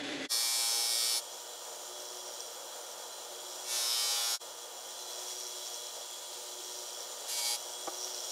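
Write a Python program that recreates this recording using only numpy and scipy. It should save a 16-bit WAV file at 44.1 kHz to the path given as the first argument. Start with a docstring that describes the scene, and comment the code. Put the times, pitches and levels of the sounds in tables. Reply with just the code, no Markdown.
"""Bench grinder, three passes

A small bench grinder runs in a garage; a steel part is pressed on its wheel three times.
Each pass is a buzzing hiss of repeating grit, with judder; its pitch sags as the motor takes the load.
Tones and drone follow the shaft; shaped noise gives bearing hiss, chatter, air rush and cloth scuffs.
A short rasp of hand work opens; a double bench knock rings near the end; the sound dips quickly twice."""
import sys
import numpy as np
from scipy import signal
from scipy.fft import rfft, irfft, next_fast_len
from scipy.io import wavfile
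from scipy.ndimage import uniform_filter1d, map_coordinates

SR = 44100
rng = np.random.default_rng(int(sys.argv[2]) if len(sys.argv) > 2 else 0)


def dump_mix(stems):
    """Bounce the given channels to the path in sys.argv[1] as a 16-bit WAV at rate SR."""
    frames = np.atleast_2d(stems).T  # one column per channel
    limited = np.clip(frames, -1, 1)  # hard clip at full scale
    pcm = np.round(limited * 32767).astype(np.int16)
    wavfile.write(sys.argv[1], SR, pcm)


N = 366471
TIME = np.arange(N) / SR
IDLE_HZ = 119.6  # shaft rate without load; one turn is one beat


# passes of the part on the wheel [start_s, end_s, attack_s, release_s, scrape_db, judder_db,
# chips_db (against the grit, at a firm touch), high_spot_share, run_up_s (from last loaded row)]
PASSES = [(0.279, 1.215, 0.018, 0.041, -32, -40, -14, .14, 0.19),
          (3.619, 4.397, 0.14, 0.016, -33, -40, -15, 0.12, 0.092),
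          (7.267, 7.577, 0.033, 0.026, -37.5, -44.5, -14.5, 0.73, .3)]
# tone colour of each pass: peaks and notches added to the scrape [centre_hz, width_hz, lift_db]
PASS_COLOURS = [
    [(2340, 78, 9), (2830, 270, -1.5), (3680, 1500, 1.5), (4450, 200, 4), (8900, 9900, 6.5)],
    [(2270, 32, 2.5), (2450, 91, 4), (3066, 78, 10.5), (3160, 86, -14), (4400, 87, 4), (4500, 150, -6),
     (5870, 1500, 3.5), (13600, 4200, -2.5)],
    [(960, 63, 13), (1270, 850, -7), (2370, 200, 4), (2750, 76, 3), (3240, 150, 4), (4100, 700, 1),
     (4640, 200, 2), (5400, 200, 0), (6500, 250, 4), (7400, 220, 9), (9700, 503, -2), (11100, 930, 8),
     (11900, 450, -12), (14100, 200, 12)],
]
# judder's main ring as the part is rolled, one table a pass [time_s, pitch_hz]
ROLL_PITCH = [
    [(0.31, 5200), (0.798, 5260), (1.13, 5100)],
    [(3.72, 5440), (3.924, 5120), (4.05, 5520), (4.178, 5100), (4.35, 5190)],
    [(7.29, 4830), (7.56, 4610)],
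]


def grinding(turns):
    """Steel meets the turning wheel in two firm passes and a short one that bumps on the high spot."""
    return sum(grind(turns, row, peaks, roll) for row, peaks, roll in zip(PASSES, PASS_COLOURS, ROLL_PITCH))


# hand leans on or eases the part [centre_s, half_length_s, scrape_change_db, judder_change_db]
LEANS = [(.36, 0.036, -0.2, 0), (.93, 0.12, -2, 4.5), (3.9, .06, -1, 4.5), (7.389, 0.015, 4, -4),
         (7.486, .055, 4, 2.5)]
# broad colour of scraped steel [freq_hz, relative_level_db]
SCRAPE_COLOUR = [(40, -75), (200, -45), (350, -20.5), (480, -12.5), (750, -9), (1000, -8.5), (1300, -7.5),
                 (1600, -13.5), (2000, -20), (2900, -9), (3500, -1.5), (5000, -1.5), (8500, -6),
                 (12000, -11), (15500, -20)]
# resonances of the steel part [centre_hz, width_hz, lift_db]
STEEL_RINGS = [(815, 53, 7), (1863, 240, 9.5), (2235, 140, 13), (2740, 190, 3), (3033, 57, -1),
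               (5500, 720, 3.5), (7000, 180, 2.5), (8640, 350, 4.5), (9850, 430, 7.5), (10700, 500, -0.5),
               (11870, 780, 6.5)]
JUDDER_LAG = 1.7  # judder's attack and release times over the scrape's


def grind(turns, row, pass_peaks, roll):
    """Grit scrapes hardest at the high spot; chips add plain hiss, and judder builds after the bite."""
    start, end, attack, release, scrape_db, judder_db, chips_db, high_spot, _ = row
    touching = (TIME > start) & (TIME < end)
    angle = turns[touching]
    for centre_s, half_length_s, scrape_change_db, judder_change_db in LEANS:
        lean = swell(centre_s, half_length_s)[touching]
        scrape_db = scrape_db + scrape_change_db * lean
        judder_db = judder_db + judder_change_db * lean
    touch = contact(start, end, attack, release)[touching]
    level_db = scrape_db + 20 * np.log10(touch + 1e-6)

    # a light touch skips over the grit: more chip hiss below -27 dB
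    chips = gain_of(chips_db - 0.93 * np.minimum(level_db + 27, 0))
    force = grit(angle) + chips * rng.standard_normal(len(angle))
    force /= np.sqrt(1 + chips ** 2)
    force *= 1 + high_spot * bump(angle - .08, sharpness=13.0)
    scrape = colour(force, SCRAPE_COLOUR, STEEL_RINGS + pass_peaks) * gain_of(level_db)

    bitten = contact(start, end, JUDDER_LAG * attack, JUDDER_LAG * release)[touching] ** 2
    bouncing = judder(angle, curve(roll)[touching]) * bitten * gain_of(judder_db)
    out = np.zeros(N)
    out[touching] = scrape + bouncing
    return out


def grit(turns, wear=0.17, patchy_db=3.0, lasting_db=0.5, bands_db=1.5, size=384):
    """A rough turning surface passes a contact: ripples of every length slowly shift as it wears."""
    beats = turns - turns[0]
    shape = (int(beats[-1]) + 3, size // 2 + 1)  # beats, ripples
    wander = wear * np.cumsum(rng.standard_normal(shape), axis=0)
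    place_rad = 2 * np.pi * rng.random(shape[1]) + wander
    changing = patchy_db * evened(uniform_filter1d(rng.standard_normal(shape), size=24, axis=0))
    # as the contact moves, neighbouring ripples swell and wane together
    groups = uniform_filter1d(rng.standard_normal(shape), size=20, axis=0)
    groups = bands_db * evened(uniform_filter1d(groups, size=4, axis=1))
    # the finest ripples differ most from one another
    lasting = lasting_db * np.linspace(0, 2, shape[1]) * rng.standard_normal(shape[1])
    height = gain_of(changing + groups + lasting)
    surface = irfft(height * np.exp(1j * place_rad), axis=1)
    return evened(map_coordinates(surface.ravel(), [beats * size], order=3, mode="nearest"))


# strokes within one beat [pitch_factor, width_hz, relative_level_db, delay_beats]
JUDDER_STROKES = [(1, 1020, 1, 0.0035), (0.716, 350, -5, 0.86), (1, 520, -1, 0.18)]


def judder(turns, ring_hz, uneven_db=1.5):
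    """The wheel's high spot throws the part off once a beat; it rings briefly and bounces."""
    out = 0
    for factor, width_hz, db, delay_beats in JUDDER_STROKES:
        beat, share = np.divmod(turns - delay_beats, 1)
        beat_db = db + uneven_db * rng.standard_normal(int(beat[-1]) + 1)
        strength = gain_of(beat_db)[beat.astype(int)]
        age_s = share / IDLE_HZ
        decay = np.pi * width_hz * age_s
        ringing = np.sin(2 * np.pi * ring_hz * factor * age_s)
        out = out + strength * decay * np.exp(-decay) * ringing
    return evened(out)


# shaft rate under load, one table a pass [time_s, rate_hz]
LOADED_SPEED = [
    [(0.29, 117.0), (0.618, 117.0), (0.644, 116.6), (1.14, 117.0)],
    [(3.72, 118.8), (4.33, 116.7)],
    [(7.33, 119.5), (7.51, 118.2)],
]
SAG_S = 0.0797  # fall from idle to the first loaded rate


def speed():
    """The motor idles, sags under each pass and runs up again (Hz)."""
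    rows = []
    for (*_, run_up_s), loaded in zip(PASSES, LOADED_SPEED):
        rows.append((loaded[0][0] - SAG_S, IDLE_HZ))
        rows += loaded
        rows.append((loaded[-1][0] + run_up_s, IDLE_HZ))
    return curve(rows)


# motor and bearing tones at idle [pitch_hz, level_db (rms, before trim and waver)]
STEADY_TONES = [(119.6, -88), (239.2, -81), (320, -76), (479.1, -63.5), (597.5, -61), (718, -68.5),
                (866.7, -65), (958.2, -62), (1007, -68), (1098, -79), (1206, -65.5), (1373, -72.5),
                (1464, -72.5), (1830, -72), (2751, -74), (2869, -68.5), (3112, -63), (4016, -67.5),
                (5313, -77), (5362, -67), (5857, -61), (5949, -81), (6449, -69), (7041, -71), (7133, -61),
                (7628, -85), (8904, -68), (9399, -88), (9491, -79), (10584, -74)]
# swells added to the drone [crest_s, level_db (rms, before waver)]
DRONE_SWELLS = [(.9, -67), (2.08, -61), (3.58, -61.5), (5.35, -61), (6.65, -60), (7.97, -60)]
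# bearing level behind whine and hiss, before their offsets [time_s, level_db]
BEARING_LEVEL = [(1.3, -50), (3.2, -50), (3.55, -48.5), (4.45, -49), (4.75, -51), (5.25, -46), (6.2, -47.6),
                 (7.1, -47), (7.8, -48.5), (8.3, -46.5)]
DRONE_HZ, WHINE_HZ = 366.1, 3349  # at idle
DRONE_HALF_S, DRONE_REST_DB = 0.31, -71.5  # swell half length; level between swells
WHINE_DB = -8.5  # against BEARING_LEVEL


def motor(turns, trim_db=-1, third_db=-71):
    """Shaft-locked hum, a swelling drone that throbs against the third harmonic, and bearing whine."""
    steady = sum(tone(turns, hz, db + trim_db) for hz, db in STEADY_TONES)
    third = tone(turns, 3 * IDLE_HZ, third_db)
    swells = sum(gain_of(db) * swell(s, DRONE_HALF_S) for s, db in DRONE_SWELLS)
    drone = tone(turns, DRONE_HZ, 20 * np.log10(gain_of(DRONE_REST_DB) + swells))
    whine = tone(turns, WHINE_HZ, curve(BEARING_LEVEL) + WHINE_DB)
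    return steady + third + drone + whine


def tone(turns, hz, db, waver_db=1., flutter_db=2.27, slip=0.47):
    """A line that follows the shaft; the bearing balls slip, so it wavers and flutters."""
    slip_rad = slip * (1 + np.sqrt(hz / 1000)) * drift(rate=7.)
    phase_rad = 2 * np.pi * (hz * turns / IDLE_HZ + rng.random()) + slip_rad
    level_db = db + waver_db * drift(rate=9.) + flutter_db * drift(rate=60.)
    return np.sqrt(2) * gain_of(level_db) * np.sin(phase_rad)


# dry bearing hiss [freq_hz, relative_level_db]
HISS_COLOUR = [(40, -70), (400, -40), (1000, -17), (2000, -11.5), (2700, -11), (3100, -3), (4500, -3.5),
               (5500, -1), (6500, -1), (7600, -5.5), (8600, -2), (10000, -9.5), (12000, -13),
               (14000, -16.5), (15700, -16.5)]
# housing resonances [centre_hz, width_hz, lift_db]
HOUSING_RINGS = [(3383, 92, 7.8), (4020, 170, 6.2), (7130, 300, 9), (11100, 400, 2), (12560, 220, 8.5),
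                 (13500, 300, 4.4), (15000, 350, 7)]


def bearings(turns, throb=0.25, races_db=-8, trim_db=2.0):
    """Rolling balls hiss through the housing, throbbing with the shaft; race marks recur each beat."""
    marks = grit(turns, wear=0.336, patchy_db=6.0, lasting_db=3.5, bands_db=2.5)
    rolling = rng.standard_normal(N) + gain_of(races_db) * marks
    rolling *= 1 + throb * bump(turns, sharpness=4.5)
    level_db = curve(BEARING_LEVEL) + trim_db + 0.63 * drift(rate=25.)
    return gain_of(level_db) * colour(rolling, HISS_COLOUR, HOUSING_RINGS)


# rings excited by the strikes [pitch_hz, width_hz, relative_level_db]
CHATTER_RINGS = [(5730, 110, 1.5), (5550, 300, -1), (4900, 260, -9), (7100, 250, -24)]
# bouts in a loose bearing, added to the rest level [centre_s, half_length_s, level_db (before trim)]
CHATTER_BOUTS = [(1.35, 0.086, -56), (2.25, 0.35, -50.5), (3.58, 0.12, -49), (5.356, 0.41, -49.5),
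                 (5.75, 0.25, -56), (6.772, 0.14, -45.5), (7.008, 0.055, -49), (7.703, 0.48, -50),
                 (8.02, 0.084, -47), (8.216, 0.18, -44.5)]
CHATTER_REST_DB = -55.5  # between bouts, before trim


def chatter(turns, uneven_db=2.0, rub=0.25, trim_db=-3.0, surge_db=1.1):
    """Play in a bearing lets it rub all the time and strike once a beat, in surging bouts."""
    touch = rub + bump(turns, sharpness=31.0) * gain_of(uneven_db * drift(rate=84.0))
    strikes = rng.standard_normal(N) * touch
    rung = sum(gain_of(db) * ring(strikes, hz, width_hz) for hz, width_hz, db in CHATTER_RINGS)
    rung = signal.sosfilt(signal.butter(2, 3500, "high", fs=SR, output="sos"), rung)
    bouts = sum(gain_of(db) * swell(s, half_s) for s, half_s, db in CHATTER_BOUTS)
    level = gain_of(CHATTER_REST_DB) + bouts
    return level * gain_of(trim_db + surge_db * drift(rate=14.)) * evened(rung)


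# air dragged round by the wheel [freq_hz, relative_level_db]
AIR_COLOUR = [(20, -70), (40, -52), (65, -34), (110, -25), (200, -23.5), (300, -14), (400, -8.5),
              (480, 2.5), (580, 3.5), (680, 1.5), (830, 0), (1100, -6), (1350, -4), (2000, -17.5),
              (4000, -19)]
# air rush [time_s, level_db (before trim)]
RUSH_LEVEL = [(.3, -51.5), (3.0, -48.5), (4.1, -50), (5.1, -50), (5.8, -52.5), (6.7, -52), (7.6, -50),
              (8.3, -48.5)]


def air(trim_db=-1.12):
    """The rush of air round the wheel: slightly gusty shaped noise."""
    level_db = curve(RUSH_LEVEL) + trim_db + 0.7 * drift(rate=14.)
    return gain_of(level_db) * colour(rng.standard_normal(N), AIR_COLOUR)


# blows [time_s, ring_peak_db (before thud, clack and band filter)]
KNOCKS = [(7.8729, -29), (7.8791, -26)]
# bench modes [pitch_hz, relative_level_db, t60_s]
BENCH_MODES = [(333, -2, 0.076), (377, -2, 0.069), (513, 5, 0.048), (647, 5, 0.043), (796, 3.5, 0.061),
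               (1170, 1, 0.056), (1270, 1, 0.049), (1480, -6, 0.05), (2150, -12, 0.025)]


def knocks(thud_db=-13, thud_t60_s=0.026, clack_db=-10, clack_t60_s=0.011, low_hz=120):
    """A dull double knock: short thud and clack noise over the ring of the cloth-covered bench."""
    t = TIME[:SR // 4]
    out = np.zeros(N)
    modes = 0
    for k, (hz, db, t60_s) in enumerate(BENCH_MODES):
        modes = modes + (-1) ** k * gain_of(db - 60 * t / t60_s) * np.cos(2 * np.pi * hz * t)
    for s, db in KNOCKS:
        thud = colour(rng.standard_normal(len(t)), [(30, -25), (250, -8), (600, 2), (2200, -6), (3300, -35)])
        clack = colour(rng.standard_normal(len(t)), [(300, -20), (1200, 0), (2300, -2), (3000, -30)])
        blow = modes / abs(modes).max()
        blow = blow + thud * gain_of(thud_db - 60 * t / thud_t60_s)
        blow += clack * gain_of(clack_db - 60 * t / clack_t60_s)
        out[round(s * SR):][:len(t)] += gain_of(db) * blow
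    return signal.sosfilt(signal.butter(2, [low_hz, 3000], "band", fs=SR, output="sos"), out)


# hollow boom [freq_hz, relative_level_db]
BOOM_COLOUR = [(18, -62), (30, -26), (86, -23), (210, -12.5), (286, 1), (383, -10.5), (420, -3.5),
               (521, -11), (599, -2), (668, -21), (721, -9.5), (937, -18.5), (1200, -21), (1560, -51),
               (2640, -120)]
# coarse rasp [freq_hz, relative_level_db]
RASP_COLOUR = [(590, -37), (1000, -17), (1230, -13), (1570, -4.5), (2730, -6), (3220, -6.5), (3480, -4.5),
               (5850, -15.5), (6180, -13), (7970, -19.5), (9000, -29), (10400, -23.5), (14000, -48)]
BOOM_DB, RASP_DB = -42, -42  # rms


def handwork():
    """Unevenly flickering noise makes a coarse rasp, over a steady hollow boom."""
    boom = colour(rng.standard_normal(N), BOOM_COLOUR, [(290, 65, 3.2)])
    flicker_db = 0.66 * drift(rate=300.) + 1.7 * drift(rate=44.4)
    teeth = rng.standard_normal(N) * gain_of(flicker_db)
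    rasp = colour(teeth, RASP_COLOUR, [(2010, 33, 10.0), (3433, 29, 12)])
    return gain_of(BOOM_DB) * boom + gain_of(RASP_DB) * rasp


# brushes of gloves and clothes [centre_s, half_length_s, level_db]
SCUFFS = [(5.98, 0.054, -50.5), (7.008, 0.024, -52), (7.104, .06, -53), (7.24, 0.059, -52.5)]
# colour of a scuff [freq_hz, relative_level_db]
CLOTH_COLOUR = [(60, -40), (250, -18), (550, 9), (900, -1), (1400, -8), (2500, -21), (6000, -28)]


def scuffs():
    """Gloves and clothes brush softly as the hands move: short swells of dull noise."""
    level = sum(gain_of(db) * swell(s, half_s) for s, half_s, db in SCUFFS)
    return level * colour(rng.standard_normal(N), CLOTH_COLOUR)


def gain_of(db):
    """Decibels to amplitude."""
    return 10 ** (np.asarray(db) / 20)


def evened(x):
    """Scales to rms 1."""
    return x / np.sqrt(np.mean(x ** 2) + 1e-20)


def curve(rows, column=1):
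    """A control table joined by straight lines in time."""
    rows = np.asarray(rows)
    return np.interp(TIME, rows[:, 0], rows[:, column])


def colour(x, points, peaks=()):
    """Filters x by a broad spectrum plus peaks or notches, then scales to rms 1."""
    size = next_fast_len(len(x) + 4096)
    hz = np.fft.rfftfreq(size, 1 / SR)
    point_hz, point_db = np.transpose(points)
    db = np.interp(np.log(hz + 1), np.log(point_hz + 1), point_db)
    for centre_hz, width_hz, lift_db in peaks:
        db = db + lift_db / (1 + (2 * (hz - centre_hz) / width_hz) ** 2)
    return evened(irfft(rfft(x, size) * gain_of(db), size)[:len(x)])


def drift(rate):
    """Smooth chance of rms 1 that changes about rate times a second."""
    knots = rng.standard_normal(4096)
    coarse = TIME[::64]
    smooth = map_coordinates(knots, [coarse * rate], order=3, mode="wrap")
    return np.interp(TIME, coarse, evened(smooth))


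def ring(x, hz, width_hz):
    """One decaying resonance: a complex one-pole filter."""
    r = np.exp(-np.pi * width_hz / SR)
    return 2 * signal.lfilter([1 - r], [1, -r * np.exp(2j * np.pi * hz / SR)], x).real


def bump(turns, sharpness):
    """A swell of contact once a beat."""
    return np.exp(sharpness * (np.cos(2 * np.pi * turns) - 1))


def swell(s, half_length_s):
    """A smooth rise and fall of height 1 round the time s."""
    return np.exp(-((TIME - s) / half_length_s) ** 2)


def contact(start, end, attack, release):
    """Eases in, holds at 1 and eases out."""
    u = np.clip(np.minimum((TIME - start) / attack, (end - TIME) / release), 0, 1)
    return np.sin(np.pi / 2 * u) ** 2


def scene():
    """Hand work up to the first dip, then the grinder with its shaft-driven sounds, scuffs and knocks."""
    turns = np.cumsum(speed() + 0.0413 * drift(rate=12.)) / SR
    grinder = grinding(turns) + motor(turns) + air() + bearings(turns) + chatter(turns)
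    return np.where(TIME < DIPS[0][0], handwork(), grinder + scuffs() + knocks())[None]


# fades nearly to silence and back [bottom_s, fall_s, rise_s]
DIPS = [(.283, 0.029, 0.037), (4.387, 0.04, 0.03)]
EDGE_HZ = 15680  # lowpass cutoff


def record(dry):
    """Two quick dips in level, then the band limit."""
    for bottom_s, fall_s, rise_s in DIPS:
        away = np.clip(np.maximum((bottom_s - TIME) / fall_s, (TIME - bottom_s) / rise_s), 0, 1)
        dry = dry * (away ** 2 + 0.019 * (1 - away))  # floor gain 0.019
    lowpass = signal.firwin(1023, EDGE_HZ, window=("kaiser", 9), fs=SR)
    return signal.oaconvolve(dry, lowpass[None], "same")


dry = scene()
out = record(dry)
dump_mix(out)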